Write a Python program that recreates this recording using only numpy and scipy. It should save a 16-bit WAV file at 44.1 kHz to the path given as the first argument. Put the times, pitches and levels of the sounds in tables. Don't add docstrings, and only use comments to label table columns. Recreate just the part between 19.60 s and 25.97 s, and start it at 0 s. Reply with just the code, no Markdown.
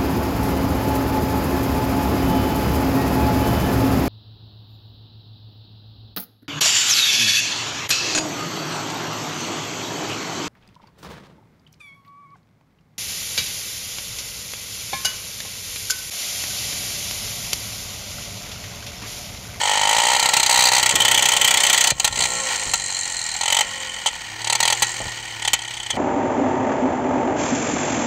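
import sys
import numpy as np
from scipy import signal
from scipy.io import wavfile

SR = 44100
rng = np.random.default_rng(int(sys.argv[2]) if len(sys.argv) > 2 else 0)


def unload_audio(sound):
    columns = np.transpose(np.atleast_2d(sound))
    steps = np.round(np.clip(columns, -1, 1) * 32767)
    wavfile.write(sys.argv[1], SR, steps.astype(np.int16))


N = 280901
TIME = np.arange(N) / SR
LIMIT_RPS = 63

# t/s, speed/rps
CRANK_SPEED = [(0, 49.51), (.26, 51), (.524, 63.24), (.66, 64.9), (.88, 62.1), (1.15, 63.25),
               (2.346, 63.28), (2.737, 62), (2.946, 54.7), (3.116, 48.5), (3.501, 45), (3.679, 39.02),
               (3.97, 46.7), (4.03, 53.9), (4.08, 45.6), (4.463, 40.5), (4.754, 33.52), (5.136, 42.97),
               (5.389, 40), (5.78, 34.3), (5.82, 36.9), (6.37, 29.8)]
# start/s, end/s, first level/dB, last level/dB, relative pipe boom/dB
FIRING_RUNS = [(0.005, 0.286, -20, -14, 1.5), (.28, 0.577, -14, -13.5, 0.5), (.888, 1.098, -8, -9, -5),
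               (1.11, 1.205, -8.5, -10, -5), (2.555, 2.668, -18.5, -10, -11.5), (3.797, 4.02, -19, -8, -7),
               (4.805, 4.909, -26.5, -9, -8.5), (4.908, 4.96, -8, -13, -9.5), (4.99, 5.135, -8, -8.5, -9),
               (5.812, 5.885, -22.5, -9, -11), (5.984, 6.262, -27, -26, -12)]
# start/s, end/s, level/dB, relative pipe boom/dB
LIMITER_RUNS = [(.588, .70, -10.5, -4), (.73, .87, -7.5, -8), (1.221, 1.30, -6.5, -11.5),
                (1.347, 1.363, -4.5, -19), (1.395, 1.41, -7, -9), (1.442, 1.585, -5.5, -10),
                (1.615, 1.725, -5.5, -11), (1.757, 1.773, -6, -12), (1.805, 2.04, -5, -14.5),
                (2.057, 2.135, -5, -20), (2.167, 2.31, -6, -16)]
AFTERFIRES_S = [1.308, 1.418, 1.592, 1.734, 2.049, 2.143]
# t/s, level/dB, relative pipe boom/dB, length/s
SINGLE_BANGS = [(2.397, -9, -23, 0.0038), (2.444, -4.5, -12, 0.0079), (2.475, -11.5, -11, 0.0032),
                (2.524, -18, -16, 0.0069), (3.135, -7, -14, 0.006), (4.46, -12.5, -3.5, 0.013),
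                (4.48, -21, -5, 0.0087), (5.221, -4.5, -10.5, 0.0086), (5.932, -3.5, -14.5, 0.0073),
                (6.175, -30, -15, 0.0019), (6.303, -13, -11.5, .006)]
# t/s, swing/dB
PIPE_SWING = [(0, 4.5), (.45, -1), (1.1, -4.5), (1.4, 5), (1.95, 4.5), (2.4, -0.5), (2.95, -0.5),
              (3.25, -2), (3.7, -6.5), (3.9, 3), (4.3, 7), (4.75, -2), (6.37, 6.5)]
# f/Hz, share of swing
SWING_SHARES = [(185, 1.4), (535, 0.77), (1080, .7), (3100, 1.07), (4200, -1.05)]
# f/Hz, width/Hz, level/dB
RASP_MODES = [(815, 290, -1.5), (1370, 156, -3), (1945, 193, 4), (2060, 197, 3), (2390, 290, 4.5),
              (2718, 293, 4.5), (3102, 323, 7), (3315, 270, 1), (3750, 460, -28), (4093, 570, 5),
              (4553, 206, 2), (5600, 480, -5), (6240, 420, 5), (6900, 460, 5.5), (7810, 770, 4),
              (8603, 170, -1.5)]
# f/Hz, width/Hz, level/dB
FIRED_MODES = [(590, 83, -7.5), (856, 79, 5), (920, 23.5, 2), (1301, 25, -6), (1930, 360, -7.5),
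               (3060, 87, -0.5)]
# t/s, level/dB
HISS_LEVEL = [(0, -28.5), (1.2, -31.5), (2.6, -27), (3.15, -25), (3.7, -25.5), (3.9, -34.5), (4.3, -33.5),
              (4.85, -47), (5.25, -27), (5.6, -39), (6.3, -45)]
# f/Hz, width/Hz, level/dB
PUFF_MODES = [(1890, 93, 5.5), (2117, 240, 1.5), (2375, 370, -0.5), (2714, 240, -3.5), (3050, 270, 1),
              (3310, 490, -14)]
# f/Hz, width/Hz, level/dB
JET_MODES = [(3830, 110, -19), (4157, 310, 1.5), (4600, 170, -5.5), (5730, 430, -4.5), (6410, 420, 2.5),
             (7050, 490, 3.5), (7346, 310, 6), (8090, 650, 1), (8860, 230, -4.5)]
# f/Hz, width/Hz, level/dB
TURN_MODES = [(576, 42, 2.5), (698, 32, 0.5), (848, 54, 4.5), (910, 26, -7), (1066, 14, 0.5), (1341, 19, 9),
              (1830, 140, -11), (3050, 370, 4)]
# t/s, level/dB
CHURN_LEVEL = [(0, -23.5), (.6, -27), (2.25, -25), (2.7, -35), (2.93, -23), (3.15, -34), (3.9, -31),
               (4.6, -34.5), (5.3, -29.5), (6.2, -37)]
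# f/Hz, width/Hz, level/dB
WATER_MODES = [(302, 1040, -10), (826, 350, 2.5), (1447, 170, 4), (1922, 236, 9), (2216, 620, 6),
               (2940, 520, 6), (4310, 1100, 2), (6530, 1640, 0), (8160, 1900, 0)]
# f/Hz, width/Hz, level/dB
DRONE_MODES = [(99, 62, 14), (150, 30, -3.5), (232, 43, -8), (402, 310, -33)]
# t/s, thump/dB, scuff/dB, decay/s
CAMERA_JOLTS = [(1.336, -39, -24.5, .057), (2.316, -18.5, -16.5, 0.0055), (2.35, -41, -48, .05),
                (2.499, -35, -55, .04), (2.572, -35, -27.5, 0.076), (3.06, -38, -34, 0.075),
                (5.402, -28, -22, 0.016), (5.454, -25, -26, 0.013), (6.335, -58, -25, 0.089)]
# f/Hz, width/Hz, level/dB
THUMP_MODES = [(48.6, 5.5, -1), (60, 127, -9)]
SCUFF_MODES = [(130, 156, -2.0), (312, 830, -8.5), (696, 460, 2)]
# t/s, f/Hz, level/dB
HUM_CURVE = [(0, 112.4, -70), (1.5, 114, -37.5), (2.3, 110.6, -68), (3.0, 103.4, -51), (4.5, 105.6, -59),
             (4.75, 106, -40.5), (4.95, 118.5, -41.5), (5.3, 118.4, -40), (5.6, 113.7, -44),
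             (6.0, 108.3, -43.5), (6.1, 117.8, -45.5), (6.37, 112.3, -47)]
# multiple, level/dB
HUM_HARMONICS = [(1, 4.5), (2, -14), (3, -3), (4, -8.5)]
# f/Hz, width/Hz, level/dB
OVERRUN_MODES = [(186, 43, -6.5), (530, 36.4, 3.5), (819, 40, -6), (1080, 36, 0.5)]
# t/s, depth/dB, recovery/s
LEVEL_DIPS = [(2.312, -26, 0.091), (2.487, -12, 0.044), (2.969, -15, 0.01)]
# f/Hz, width/Hz
CANCELLED_BANDS = [(1590, 102), (3520, 90), (5150, 220)]


def from_db(db):
    return 10 ** (np.asarray(db) / 20)


def rms_one(x):
    return x / np.sqrt(np.mean(x ** 2) + 1e-20)


def in_time(rows):
    t_s, *columns = np.transpose(rows)
    return [np.interp(TIME, t_s, column) for column in columns]


def cut(x, hz, kind, order=2):
    return signal.sosfilt(signal.butter(order, hz, kind, fs=SR, output="sos"), x + 1e-18)


def resonate(x, hz, width_hz):
    r = np.exp(-np.pi * width_hz / SR)
    feedback = [1, -2 * r * np.cos(2 * np.pi * hz / SR), r * r]
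    return signal.lfilter(np.array([1, 0, -1]) * (1 - r * r) / 2, feedback, x + 1e-18)


def body(x, modes, aimed=False, order=1):
    swings_db = {hz: share * in_time(PIPE_SWING)[0] for hz, share in SWING_SHARES} if aimed else {}
    out, power = 0, 0
    for hz, width_hz, db in modes:
        swing_db = sum(curve for centre_hz, curve in swings_db.items() if abs(hz / centre_hz - 1) < .085)
        mode = x
        for _ in range(order):
            mode = resonate(mode, hz, width_hz)
        out = out + from_db(db + swing_db) * mode
        power += from_db(db) ** 2 * np.pi * width_hz / SR / order
    return out / np.sqrt(power)


def drift(rate_hz):
    knots = rng.standard_normal(int(rate_hz * N / SR) + 2)
    return np.interp(TIME * rate_hz, np.arange(len(knots)), knots)


def add(track, t_s, piece):
    i = max(int(t_s * SR), 0)
    track[i:i + len(piece)] += piece[:max(N - i, 0)]


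def blasts(rows, rise_s, fall_s):
    flow, t = np.zeros(N), TIME[:SR // 20]
    for t_s, db, length_s in rows:
        swell = 1 - np.exp(-t / rise_s)
        decay = np.exp(-np.maximum(t - length_s, 0) / fall_s)
        add(flow, t_s, from_db(db) * swell * decay)
    return flow * rng.standard_normal(N)


def kicks(times_s, db):
    out = np.zeros(N)
    out[np.clip((times_s * SR).astype(int), 0, N - 1)] = from_db(db)
    return out


def between(turns_s, start_s, end_s):
    return turns_s[(turns_s > start_s) & (turns_s <= end_s)]


def port_openings(start_turn=.284):
    turn_count = np.cumsum(in_time(CRANK_SPEED)[0]) / SR + start_turn
    return TIME[1:][np.diff(np.floor(turn_count)) > 0]


def firings(turns_s, lead_s=.0008, uneven_db=1.65, burn_s=.005, bang_s=.0053, after_db=-11):
    sparks_s = turns_s - lead_s
    rows = list(SINGLE_BANGS) + [(t_s, after_db, after_db, burn_s) for t_s in AFTERFIRES_S]
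    for start_s, end_s, first_db, last_db, boom_db in FIRING_RUNS:
        for t_s in between(sparks_s, start_s, end_s):
            rows.append((t_s, np.interp(t_s, [start_s, end_s], [first_db, last_db]), boom_db, burn_s))
    for start_s, end_s, db, boom_db in LIMITER_RUNS:
        rows += [(t_s, db, boom_db, bang_s) for t_s in between(sparks_s, start_s, end_s)[::2]]
    t_s, db, boom_db, length_s = np.transpose(rows)
    return t_s, db + uneven_db * np.interp(t_s, TIME, drift(LIMIT_RPS)), boom_db, length_s


def bark(turns_s, ring_db=24.5, snap_db=-5.0, snap_s=.0026, crack_db=-30.0):
    t_s, db, boom_db, length_s = firings(turns_s)
    gas = blasts(np.c_[t_s, db, length_s], rise_s=.00012, fall_s=.0028)
    fronts = np.c_[t_s + .0006, db + snap_db, np.full(len(t_s), snap_s)]
    snap = blasts(fronts, rise_s=.00015, fall_s=.0024)
    rasp = body(gas, RASP_MODES, aimed=True, order=2) + cut(snap, 2440, "high")
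    rasp = cut(cut(rasp, 9940, "low", order=8), 450, "high")
    ring = body(kicks(t_s + .0005, db + boom_db + ring_db), FIRED_MODES, aimed=True)
    ring = cut(cut(ring, 445, "high", order=6), 4300, "low")
    return rasp + ring + from_db(crack_db) * gas


def pumping(turns_s, hiss_gain_db=8.0, kick_db=14.5, spread_db=1.05):
    speed_rps = np.interp(turns_s, TIME, in_time(CRANK_SPEED)[0])
    hiss_db = np.interp(turns_s, TIME, in_time(HISS_LEVEL)[0]) + hiss_gain_db
    uneven_db = spread_db * rng.standard_normal(len(turns_s))
    sag_rps = LIMIT_RPS - speed_rps
    puff_db = -28.5 - .1 * sag_rps
    ring_db = 1.0 - .82 * sag_rps
    rebound_db = -5.0 - .1 * sag_rps
    sizzle_db = -12.0 - 5.0 * np.interp(TIME, turns_s, np.maximum(sag_rps, 0))

    def flow(db, length_s):
        lengths_s = np.full(len(turns_s), length_s)
        outflow = np.c_[turns_s, db + uneven_db, lengths_s]
        rebound = np.c_[turns_s + .5 / speed_rps, db + uneven_db + rebound_db, lengths_s / 2]
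        return blasts(np.vstack([outflow, rebound]), rise_s=.0007, fall_s=.0039)

    pulses = flow(puff_db, length_s=.0038) + kicks(turns_s, puff_db + kick_db)
    puffs = body(pulses, PUFF_MODES, aimed=True, order=2)
    gas = flow(hiss_db, length_s=.0013)
    jet = body(gas, JET_MODES, aimed=True, order=2)
    sizzle = from_db(sizzle_db) * cut(gas, 7400, "high")
    ring = body(kicks(turns_s, ring_db + uneven_db / 2), TURN_MODES, aimed=True)
    ring = cut(cut(ring, 296, "high", order=4), 2030, "low")
    return puffs + jet + sizzle + ring


def churn(lump_db=3.5, spray_db=-21.0):
    splashes = rng.standard_normal(N) * from_db(lump_db * drift(220))
    rush = cut(body(splashes, WATER_MODES, order=2), 7860, "low", order=8)
    spray = from_db(spray_db) * splashes
    return from_db(in_time(CHURN_LEVEL)[0]) * rms_one(rush + spray)


def drone(turns_s, level_db=-51.5, uneven_db=1.0):
    pulses = body(kicks(turns_s, rng.normal(0, uneven_db, len(turns_s))), DRONE_MODES)
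    return from_db(level_db) * rms_one(cut(cut(pulses, 50, "high"), 840, "low"))


def jolts(rumble_db=-51.5):
    thump_gain, scuff_gain = np.zeros(N), np.zeros(N)
    for t_s, thump_db, scuff_db, decay_s in CAMERA_JOLTS:
        decay = np.exp(-TIME[:SR // 3] / decay_s)
        add(thump_gain, t_s, from_db(thump_db) * decay)
        add(scuff_gain, t_s, from_db(scuff_db) * decay)
    thump = body(rng.standard_normal(N) * (thump_gain + from_db(rumble_db)), THUMP_MODES)
    scuff = body(rng.standard_normal(N) * scuff_gain, SCUFF_MODES)
    return cut(thump, 170, "low") + cut(scuff, 610, "low")


def near_quad(gain_db=-3.0, waver=.0031, flutter_db=.95):
    hz, db = in_time(HUM_CURVE)
    phase = 2 * np.pi * np.cumsum(hz * (1 + waver * drift(25.73))) / SR
    hum = sum(from_db(level_db) * np.sin(k * phase) for k, level_db in HUM_HARMONICS)
    return from_db(db + gain_db + flutter_db * drift(15)) * rms_one(hum)


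def overrun(turns_s, top_db=-3, sag_db_per_rps=.81, swell_s=.046):
    fired_s = firings(turns_s)[0]
    gap_s = np.abs(turns_s[:, None] - fired_s).min(axis=1)
    shut = 1 - np.exp(-gap_s / swell_s)
    sag_rps = LIMIT_RPS - np.interp(turns_s, TIME, in_time(CRANK_SPEED)[0])
    pulses = kicks(turns_s, top_db - sag_db_per_rps * sag_rps) * np.interp(TIME, turns_s, shut)
    ring = body(pulses, OVERRUN_MODES, aimed=True, order=2)
    return cut(cut(ring, 164, "high"), 1340, "low")


def dips():
    return from_db(sum(depth_db * (TIME > t_s) * np.exp(-np.abs(TIME - t_s) / recovery_s)
                       for t_s, depth_db, recovery_s in LEVEL_DIPS))


def creek(x, echo_db=-19.5, echo_s=.0108, tail_db=-18.5, t60_s=.086):
    t = TIME[:SR // 3]
    scatter = cut(rng.standard_normal(len(t)), 4150, "low") * from_db(-60 * t / t60_s) * (t > .006)
    tail = signal.fftconvolve(x, scatter / np.linalg.norm(scatter))[:N]
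    echo = np.interp(TIME - echo_s, TIME, x, left=0)
    return x + from_db(echo_db) * echo + from_db(tail_db) * tail


def hollow(x):
    for hz, width_hz in CANCELLED_BANDS:
        x = signal.lfilter(*signal.iirnotch(hz, hz / width_hz, fs=SR), x)
    return x


def scene():
    turns_s, dip = port_openings(), dips()
    exhaust = creek(bark(turns_s) + dip * pumping(turns_s))
    ahead = hollow(exhaust + dip * (churn() + overrun(turns_s)))
    return (ahead + drone(turns_s) + near_quad() + jolts())[None]


def record(dry, ceiling=.39, cutoff_hz=15600):
    clipped = dry / (1 + (dry / ceiling) ** 4) ** (1 / 4)
    return signal.sosfilt(signal.ellip(10, .2, 80, cutoff_hz, fs=SR, output="sos"), clipped)


dry = scene()
out = record(dry)
unload_audio(out)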